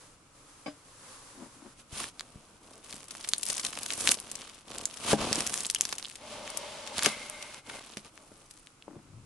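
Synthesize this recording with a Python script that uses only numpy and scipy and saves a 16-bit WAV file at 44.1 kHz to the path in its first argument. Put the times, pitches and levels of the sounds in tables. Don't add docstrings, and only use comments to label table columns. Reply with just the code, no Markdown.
import sys
import numpy as np
from scipy import signal
from scipy.fft import rfft, irfft
from scipy.io import wavfile
from scipy.ndimage import uniform_filter1d

SR = 44100
rng = np.random.default_rng(int(sys.argv[2]) if len(sys.argv) > 2 else 0)


def store_wav(level_fs):
    pcm = np.round(np.clip(np.atleast_2d(level_fs), -1, 1) * 32767)
    wavfile.write(sys.argv[1], SR, pcm.T.astype(np.int16))


N = 407925
T = np.arange(N) / SR

# [hardest t/s, swelling t/s, easing t/s, thick crust level/dB, swell/dB,
# thin flakes over crust/dB, board drag over crust/dB]
KNIFE_STROKES = [(1.8, 0.011, 0.011, -56.5, 1.5, 0.5, -3), (2.0, 0.072, 0.089, -38, 11, -0.5, -8),
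                 (2.2, 0.057, 0.37, -63, 4, 0.5, 2.5), (2.76, 0.13, 0.044, -61.5, 2.5, 2, 5),
                 (2.94, 0.1, 0.12, -51.5, 4.5, -0.5, -4.5), (3.25, 0.16, 0.2, -51.5, 3.5, 2, -5.5),
                 (3.505, 0.038, 0.029, -39.5, 7.5, 5.5, -9.5), (3.57, 0.018, 0.044, -43, 3, 4, -10),
                 (3.658, 0.021, 0.04, -40, 7, 3.5, -6), (3.84, 0.11, 0.022, -47.5, 1, 1, -5),
                 (3.93, 0.043, 0.028, -44, 2, 3, -4.5), (4.105, .12, 0.035, -37.5, 4.5, 5, -4.5),
                 (4.26, 0.086, 0.14, -52, 1.5, -0.5, -3), (4.41, 0.067, 0.21, -47.5, 11, -4.5, -9),
                 (4.76, 0.076, 0.082, -47, 3.5, -4.5, 0.5), (4.97, 0.12, 0.057, -52, 1, 0, -5),
                 (5.12, 0.12, 0.045, -26, 23.5, -2, -5.5), (5.215, 0.031, 0.12, -35, 5.5, -7.5, 1),
                 (5.37, 0.07, 0.14, -35.5, 11.5, -2, -2.5), (5.55, 0.058, 0.12, -42, 5, 4.5, -6),
                 (5.83, 0.14, 0.34, -48.5, 9, 0.5, -5), (6.33, .14, 0.22, -45, 10.5, -7.5, -4),
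                 (6.58, 0.13, 0.68, -45.5, 3, -9, -8.5), (6.985, 0.031, 0.012, -37, 8, -5, -5),
                 (7.055, 0.051, 0.075, -29, 15, -5, -11.5), (7.14, .02, .45, -48.5, 2.5, -5, -8),
                 (7.76, 0.088, 0.036, -47, 6, -2, -2), (7.82, 0.014, 0.12, -52.5, 0, -6, -7),
                 (7.98, 0.012, 0.029, -52, 6, -2, -4), (8.06, .01, 0.014, -50.5, 4, -3.5, -3.5),
                 (8.19, 0.046, 0.26, -66, -0.5, 3, 1), (8.57, 0.16, 0.15, -65, 9, 5, -11)]
# [t/s, level/dB, flake resonance f/Hz, its Q (at least 0.5 is used),
# splinters after the break/dB (at most 0 is used), left minus right/dB]
CRUST_SNAPS = [(2.0413, -29.5, 1520, 1.5, -10, -3), (2.1955, -29, 3800, 2.3, -10, 4),
               (2.2084, -28.5, 2560, 0.3, -24, -3), (2.9266, -34.5, 3400, 0.44, 0, 5),
               (3.1085, -33, 4530, .5, 0, 4), (3.1515, -34, 1600, .5, -23, -0.5),
               (3.2458, -30.5, 3080, 0.97, 0, 2), (3.2887, -20.5, 10420, 1.6, 0, 2),
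               (3.3355, -12, 4200, 1.5, -18, -0.5), (3.3816, -24.5, 9400, 7.8, 0, 3.5),
               (3.4316, -21, 10500, 0.92, 0, 8), (3.4545, -27, 10500, 2.4, -6, 10),
               (3.487, -24, 10500, 1.9, -15, 18), (3.5013, -19.5, 5940, 1.4, 0, 7),
               (3.5306, -28, 8900, 1.6, -20, 11), (3.597, -29.5, 3600, 0.46, 0, 8),
               (3.6495, -21, 5100, 0.77, 0, 5), (3.7312, -31.5, 1780, 0.48, 0, 2),
               (3.7746, -28.5, 1160, 0.76, -22, 4.5), (3.789, -30, 10500, .5, -10.5, 4),
               (3.8322, -26.5, 10500, 0.93, 0, 7), (3.8624, -25, 8000, 0.42, -7, 4),
               (3.9046, -23, 3250, 1, 1, 4), (3.924, -27, 5400, 0.89, -6, 4),
               (3.9356, -26, 7100, .7, 0, -2), (4.01, -24.5, 8900, 1.1, -10, -8),
               (4.0744, -10, 3400, 0.63, -8, 0), (4.0912, -10.5, 3900, 4.5, -21, -1),
               (4.114, -14, 10500, 1.3, 1, -1.5), (4.118, -11, 7500, 0.59, -7, 0),
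               (4.201, -29, 10500, 2.3, -9, 7), (4.315, -27.5, 10000, 1.5, 0, 0),
               (4.3543, -30, 6760, 1.8, 0, 11), (4.7839, -27, 7600, 1.7, -12, -1),
               (4.8553, -17, 7280, 4.1, -7, -3), (4.941, -39, 4100, 1.6, -13.5, -2),
               (4.973, -35, 4800, .9, -1, 7), (5.3288, -15, 5230, 1.1, -5, -1),
               (5.357, -20, 6400, 4, -15, -2), (5.4062, -19.5, 6400, 0.66, -4, 1),
               (5.4664, -23.5, 9900, 0.62, 4, 2), (5.474, -21, 7197, 1.6, -19, -4),
               (5.541, -20, 5700, .75, -9, 0), (5.5766, -24, 6400, 1.5, -12, 6),
               (5.606, -25, 6400, 2.2, -6, 1), (5.666, -23.5, 8150, 3.1, -8, 0),
               (5.6998, -18.5, 6766, 0.96, -0.5, 2), (5.7107, -26, 9400, 1.5, -9, 3),
               (5.7481, -16, 8250, 0.94, -7, 3), (5.76, -27, 3100, 7.2, 2.5, 4),
               (5.8098, -10, 7240, 1.76, -28, 4), (5.8178, -28, 10500, 0.92, -7, -2),
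               (5.8526, -21.5, 5070, 0.79, -5, 1), (5.891, -30.5, 10500, .5, 0, 3),
               (5.9264, -23, 2650, 0.47, 0, -1), (5.9831, -27.5, 7100, 0.74, 2, 2),
               (6.027, -31, 3880, 1.5, -15, -7), (6.0478, -29, 3280, 4.6, -14, -3),
               (6.055, -30.5, 3380, 3.4, -11, -3), (6.0987, -36, 10500, .5, -9, 8),
               (6.1562, -35, 8900, 0.43, 0, 1.5), (6.4773, -32, 2200, .7, -6, 1),
               (6.5028, -30, 9900, 1.5, -4, 9), (6.573, -21.5, 10600, 2.4, -0.5, 10),
               (6.8751, -31, 3900, .7, -2, 6), (6.982, -21, 10500, .5, -11, -5),
               (6.9922, -20, 2660, .7, -6, -1), (7.0248, -22.5, 2800, .8, -8, 4),
               (7.0332, -18, 10620, 1.6, -16, -2), (7.049, -23, 6000, .6, -5, 5),
               (7.0604, -11, 3260, 0.43, 0, 3.5), (7.2986, -27.5, 10600, 3.3, -17, 5),
               (7.4257, -31.5, 4100, 0.45, 0, 2), (7.545, -35.5, 2500, 0.4, -10, 3.5),
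               (7.6982, -32.5, 1196, 0.88, 0, 2.5), (7.971, -30.5, 3115, .5, 4.5, -2),
               (8.177, -40.5, 2120, 1.4, -9, 9), (8.5102, -40, 8000, 0.86, 0, 6),
               (8.575, -47, 6000, 0.69, -3, 6), (8.6713, -41, 3230, 0.9, -15, 6),
               (8.824, -42.5, 2700, 3.3, -11, 0)]
# [t/s, spread of sizes/dB]
GRAIN_SPREAD = [(2.05, 2.4), (3.2, 4.8), (4.08, 3), (4.2, 4), (4.9, 4.2), (5.1, 2), (5.55, 3.4),
                (6.12, 4.6), (6.27, 1.5), (7.03, 1.9), (7.6, 1.5), (7.72, 3.4), (8.6, 4.4)]
# [f/Hz, width/Hz, level/dB]
THIN_FLAKE_BANDS = [(5820, 3100, -1), (8270, 1240, -2), (9670, 1700, 3.5)]
THICK_CRUST_BANDS = [(1160, 590, 3), (2410, 900, -8), (3020, 1500, 2.5), (4450, 4200, 0)]
# [hardest t/s, swelling t/s, easing t/s, low blade bending level/dB, swell/dB,
# high bending over low/dB]
EDGE_DRAWS = [(6.33, 0.12, 0.47, -47, 5.5, -10), (6.64, 0.094, 0.39, -49, -0.5, -10),
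              (7.1, 0.049, 0.083, -45, 6, 4.5), (7.42, 0.237, 0.17, -52.5, 3.5, 2.5),
              (7.76, 0.084, 0.03, -54, 5, 4.5), (8.19, .02, 0.054, -60.5, 5.5, -12)]
# [f/Hz, width/Hz, level/dB]
BLADE_LOW_MODES = [(601, 47, 4), (638, 54, -24), (834, 110, -3), (1150, 60, -20.5)]
BLADE_HIGH_MODES = [(1560, 160, 3), (2170, 42.7, -7), (2108, 110, 10), (3000, 95, -2), (3720, 200, -10),
                    (4300, 180, -22)]
# [t/s, peak level before panning/dB, softness as top of the push f/Hz,
# bass edge f/Hz, left minus right/dB]
BOARD_KNOCKS = [(1.927, -37, 130, 40, 5), (2.357, -38.5, 177, 50, 2), (2.941, -37.5, 606, 80, 5),
                (3.501, -33.5, 900, 200, 2), (3.775, -37.5, 700, 200, 0), (4.074, -34, 1100, 300, 0),
                (4.171, -37, 900, 200, 0), (5.1315, -8.5, 560, 221, 2), (5.208, -29, 700, 200, 6),
                (5.313, -24, 480, 200, 4), (5.38, -24.5, 420, 200, -1), (5.927, -36, 900, 250, 0.5),
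                (7.0655, -16, 760, 227, 3.5), (7.97, -31.5, 400, 90, -3), (8.317, -41, 750, 220, 1),
                (8.88, -31, 640, 110, 4.5), (8.966, -36.5, 218, 150, 1)]
# [f/Hz, time to fade by 60 dB t/s, level/dB]
BOARD_MODES = [(82.5, 0.067, -11.5), (152.7, 0.18, -8), (211.6, 0.19, -6), (298, 0.074, 0),
               (359, 0.029, -1.5), (446.4, 0.045, 2), (518.4, 0.034, 0), (573.3, 0.066, -0.5),
               (691, 0.18, -11), (798, 0.1, -3.5), (840, 0.032, -6), (946, 0.035, -6), (1184, 0.04, -12),
               (1560, 0.21, -9)]
# [t/s, peak level before panning/dB, top of the push f/Hz,
# bass edge f/Hz, left minus right/dB]
UTENSIL_CLUNKS = [(0.661, -30, 5000, 220, -14), (0.6645, -26.5, 4000, 221, 32), (0.67, -28, 5000, 220, 5),
                  (0.6805, -28, 2500, 176, 3)]
# [f/Hz, time to fade by 60 dB t/s, level/dB]
UTENSIL_MODES = [(196, 0.061, -12), (289.5, 0.12, 8.5), (526, 0.023, 7), (610, 0.12, 3), (788, 0.1, 2.5),
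                 (1133, 0.035, 0), (1550, 0.032, -0.5), (2255, 0.023, 3.5), (2390, 0.061, -9),
                 (3000, .06, -4), (3430, 0.062, -15), (4960, 0.14, -1)]
# [hardest t/s, swelling t/s, easing t/s, level/dB, swell/dB]
HAND_RUBS = [(1.43, 0.055, 0.036, -45, 7), (1.67, 0.13, 0.026, -46.5, 20), (8.96, .07, 0.03, -51, 2),
             (9.05, .03, .2, -63.5, 5)]
# [f/Hz, width/Hz, level/dB]
TABLE_BANDS = [(217, 100, -3.5), (274, 57, 2.5), (354, 53, -4), (580, 72, -11), (850, 490, -17.5)]
# [hardest t/s, swelling t/s, easing t/s, level/dB, swell/dB]
SLEEVE_BRUSHES = [(.01, 0.025, 0.14, -54.5, 8.5), (.5, .15, 0.33, -56.5, 4.5), (1.12, 0.27, 0.61, -50, 8.5)]
# [hardest t/s, swelling t/s, easing t/s, rumble level/dB, swell/dB]
ARM_LEANS = [(1.5, 2, 0.49, -67, 12), (9.16, .13, 0.17, -49.5, 12)]
# [f/Hz, level/dB]
SLEEVE_SPECTRUM = [(180, -16), (300, 0.5), (329, -19), (367, -8.5), (548, -1), (639, -9.5), (1080, -2),
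                   (2300, -12), (8160, -10), (10600, -9), (12000, -27), (15600, -56), (22000, -120)]
AIR_SPECTRUM = [(12, -37), (20, -1.5), (69, -12), (134, -7), (217, -13.5), (299, -8.5), (401, -17),
                (434, -14.5), (685, -18.5), (1340, -16), (1790, -26), (2220, -22), (3700, -26.5),
                (9180, -25.5), (12000, -34), (15600, -63), (22000, -120)]

AIR_DB = -60
TOP_HZ = 11300
FLAKES_PER_S, COARSE_SPREAD_DB = 30, 3.5
FLAKE_OVER_CRUNCH_DB, FLAKE_SCATTER_DB = 12.5, 1.5
FLAKE_LOW_HZ, FLAKE_HIGH_HZ = 2940, 11100
ONSET_DB_PER_S, RELEASE_DB_PER_S = 497, 649
STRAIN_DB, STRAIN_S, RELIEF_DB, RELIEF_S = 4, 0.0085, 1.5, 0.017


def gain(db):
    return 10 ** (np.asarray(db) / 20)


def unit(x):
    return x / np.sqrt(np.mean(x ** 2))


def curves(table):
    s, *columns = np.transpose(table)
    return [np.interp(T, s, column) for column in columns]


def sides(pan_db):
    pair = gain(np.array([[.5], [-.5]]) * pan_db)
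    return pair / np.sqrt(np.mean(pair ** 2, axis=0))


def band(x, hz, width_hz):
    return signal.lfilter(*signal.iirpeak(hz, hz / min(width_hz, SR / 2.5), fs=SR), x)


def edge(x, hz, kind, order=2):
    return signal.sosfilt(signal.butter(order, min(hz, SR / 2 - 1), kind, fs=SR, output="sos"), x)


def walk(rate):
    k = int(SR / rate)
    steps = np.repeat(rng.standard_normal(N // k + 1), k)
    return uniform_filter1d(steps, k)[:N]


def noise(spectrum, apart_hz):
    f = np.arange(N // 2 + 1) * SR / N + 1
    hz, db = np.transpose(spectrum)
    colour = gain(np.interp(np.log(f), np.log(hz), db))
    mid, side = rfft(rng.standard_normal((2, N))) * colour
    side = side * f / (f + apart_hz)
    return unit(irfft([mid + side, mid - side], N))


def add(out, s, sound):
    i = int(s * SR)
    out[:, i:i + sound.shape[1]] += sound[:, :N - i]


def movements(table):
    t, power = T[::SR // 1000], 1e-12
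    for s, swelling_s, easing_s, db, swell_db, *layers_db in table:
        start, end = s - swelling_s, s + easing_s
        shape = np.interp(t, [start, s, end], [-swell_db, 0, -swell_db])
        shape = shape - ONSET_DB_PER_S * np.maximum(start - t, 0)
        shape = shape - RELEASE_DB_PER_S * np.maximum(t - end, 0)
        offsets_db = np.array([0, *layers_db])[:, None]
        power = power + gain(db + shape + offsets_db) ** 2
    return curves(np.column_stack([t, *10 * np.log10(power)]))


def fractures(rate, spread_db, scatter_db, lag=0.):
    size = gain(spread_db * rng.exponential(size=N)) * rng.choice([-1, 1], N)
    size = size * (rng.random(N) < rate / SR)
    power = uniform_filter1d(size ** 2, SR // 25)
    even = size / np.sqrt(np.abs(power) + 1e-6)
    left, right = even * sides(scatter_db * rng.standard_normal(N))
    arrival = (np.arange(N) + np.round(lag * rng.uniform(-1, 1, N)).astype(int)) % N
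    return np.array([left, np.bincount(arrival, right, N)])


def snaps(table, splinter_s=0.0032, bass_ratio=0.17, bass_top_hz=1700, lag_s=.000018):
    out, t = np.zeros((2, N)), T[:1024]
    core = SR // 920
    for s, db, hz, q, splinter_db, pan_db in table:
        chips = rng.standard_normal((2, len(t))) * gain(4.1 * rng.exponential(size=len(t)))
        chips = chips * np.exp(-t / splinter_s) * (1 - np.exp(-t / 0.00076))
        chips = chips / np.sqrt(np.sum(chips ** 2) / 2)
        arrival = np.abs(rng.normal(lag_s, lag_s / 2)) * rng.permutation(2)[:, None]
        pulse = np.sinc((t - arrival) * SR - 2)
        pulse = pulse + rng.choice([-.5, .5]) * np.roll(pulse, int(rng.uniform(0.00013, .0004) * SR))
        push = pulse + gain(min(splinter_db, 0)) * chips
        flake = band(push, hz, hz / max(q, .5))
        sound = edge(flake, min(bass_ratio * hz, bass_top_hz), "high", order=3)
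        sound = edge(sound, TOP_HZ, "low", order=4)
        strength = np.sqrt(np.mean(sound[:, :core] ** 2, axis=1, keepdims=True))
        add(out, s, sound / strength * gain(db) * sides(pan_db))
    return out


def flakes(thin_db, q=1.7, splinter_db=-7, pan_db=3, pan_scatter_db=5):
    spread_db, = curves(GRAIN_SPREAD)
    chance = rng.random(N) < FLAKES_PER_S / SR
    at = np.flatnonzero(chance & (spread_db > COARSE_SPREAD_DB) & (thin_db > AIR_DB))
    rows = []
    for i in at:
        db = thin_db[i] + FLAKE_OVER_CRUNCH_DB + FLAKE_SCATTER_DB * rng.normal()
        hz = rng.uniform(FLAKE_LOW_HZ, FLAKE_HIGH_HZ)
        rows.append((T[i], db, hz, q, splinter_db, pan_db + pan_scatter_db * rng.normal()))
    return rows


def crunch(thin_db, thick_db):
    spread_db, = curves(GRAIN_SPREAD)
    rate = 900 * (4.2 / np.maximum(spread_db, 1)) ** 2
    through = .5 * fractures(rate / 3, 1.25 * spread_db, 8, lag=1.5)
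    thin = sum(gain(db) * band(fractures(rate, spread_db, 12, lag=2) + through, hz, width)
               for hz, width, db in THIN_FLAKE_BANDS)
    thick = sum(gain(db) * band(fractures(rate, spread_db, 9, lag=3) + through, hz, width)
                for hz, width, db in THICK_CRUST_BANDS)
    thin = unit(edge(edge(thin, 4200, "high"), TOP_HZ, "low", order=6))
    thick = unit(edge(edge(thick, 440, "high"), 7500, "low"))
    bursts = gain(.16 * spread_db ** 2 * walk(150))
    bursts = bursts / np.sqrt(uniform_filter1d(bursts ** 2, SR // 20))
    return bursts * (thin * gain(thin_db) + thick * gain(thick_db))


def strain():
    t = T[::SR // 1000]
    since = t[:, None] - np.array(CRUST_SNAPS)[:, 0]
    build = np.max((since <= 0) * np.exp(-np.abs(since) / STRAIN_S), axis=1)
    relief = np.max((since > 0) * np.exp(-np.abs(since) / RELIEF_S), axis=1)
    return np.interp(T, t, STRAIN_DB * build - RELIEF_DB * relief)


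def resonate(x, bands):
    return sum((-1) ** k * gain(db) * band(x, hz, width) for k, (hz, width, db) in enumerate(bands))


def drag(drag_db):
    slips = fractures(700, 3.74, 0.68)
    wood = resonate(slips, [(hz, 5.77 / t60, db) for hz, t60, db in BOARD_MODES])
    return unit(edge(wood, 1490, "low", order=4)) * gain(drag_db) * sides(1.7)


def draw():
    low_db, high_db = movements(EDGE_DRAWS)
    rub = fractures(6000, 1.8, 4) * gain(2.5 * walk(45))
    low, high = resonate(rub, BLADE_LOW_MODES), resonate(rub, BLADE_HIGH_MODES)
    low = unit(edge(edge(low, 240, "high"), 1850, "low"))
    high = unit(edge(edge(high, 1050, "high"), 5000, "low"))
    return (low * gain(low_db) + high * gain(high_db)) * sides(1.2)


def ring(modes, detune):
    hz, t60, db = np.transpose(modes)[:, :, None]
    t, chance = T[:SR // 4], rng.standard_normal((2, len(hz), 1))
    phase = 2 * np.pi * hz * (1 + detune * chance[0]) * t
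    fade = np.exp(-np.log(1000) * t / t60)
    return np.sum(gain(db + chance[1]) * np.sin(phase) * fade, axis=0)


def blows(table, modes, rattle_db, rattle_s, detune):
    out = np.zeros((2, N))
    for s, db, push_hz, bass_hz, pan_db in table:
        body = ring(modes, detune)
        t = T[:len(body)]
        rattle = gain(rattle_db) * rng.standard_normal(len(t)) * np.exp(-t / rattle_s)
        sound = edge(body / np.abs(body).max() + rattle, push_hz, "low")
        sound = edge(sound, bass_hz, "high")
        add(out, s, sound / np.abs(sound).max() * gain(db) * sides(pan_db))
    return out


def hands():
    rub_db, = movements(HAND_RUBS)
    slips = fractures(900, 3.4, 1.7)
    top = resonate(slips, TABLE_BANDS)
    return unit(edge(edge(top, 2100, "low"), 160, "high")) * gain(rub_db) * sides(6.3)


def room(x, wet_db=-20, t60=0.1, near_db=-18, near_s=0.007):
    t = T[:SR // 2]
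    near, tail = rng.standard_normal((2, 2, len(t)))
    near = near * np.exp(-t / near_s) * (t > .0015)
    tail = edge(tail, 13000, "low", order=1) * np.exp(-np.log(1000) * t / t60) * (t > .006)
    response = sum(gain(db) * echo / np.sqrt(np.sum(echo ** 2) / 2)
                   for db, echo in [(near_db, near), (wet_db, tail)])
    return x + signal.fftconvolve(x, response, axes=1)[:, :N]


def background():
    (sleeve_db,), (rumble_db,) = movements(SLEEVE_BRUSHES), movements(ARM_LEANS)
    sleeves = noise(SLEEVE_SPECTRUM, 1000) * gain(sleeve_db + 0.8 * walk(19))
    rumble = band(band(rng.standard_normal(N), 106, 77), 106, 77)
    rumble = unit(rumble) * gain(rumble_db) * sides(4.5)
    air = noise(AIR_SPECTRUM, 640) * gain(AIR_DB + 0.33 * walk(1.7))
    return air + sleeves + rumble


def scene():
    thick_db, thin_db, drag_db = movements(KNIFE_STROKES)
    crumbling = crunch(thin_db, thick_db) * gain(strain())
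    knife = snaps(CRUST_SNAPS) + snaps(flakes(thin_db)) + crumbling + drag(drag_db) + draw()
    knocks = blows(BOARD_KNOCKS, BOARD_MODES, rattle_db=6, rattle_s=0.0039, detune=0.0063)
    clunks = blows(UTENSIL_CLUNKS, UTENSIL_MODES, rattle_db=-18, rattle_s=0.025, detune=0.0011)
    return room(knife + knocks + clunks + hands()) + background()


def record(dry):
    rounded = dry / (1 + (dry / .76) ** 6) ** (1 / 6)
    return signal.sosfilt(signal.ellip(7, .3, 60, TOP_HZ, fs=SR, output="sos"), rounded)


dry = scene()
out = record(dry)
store_wav(out)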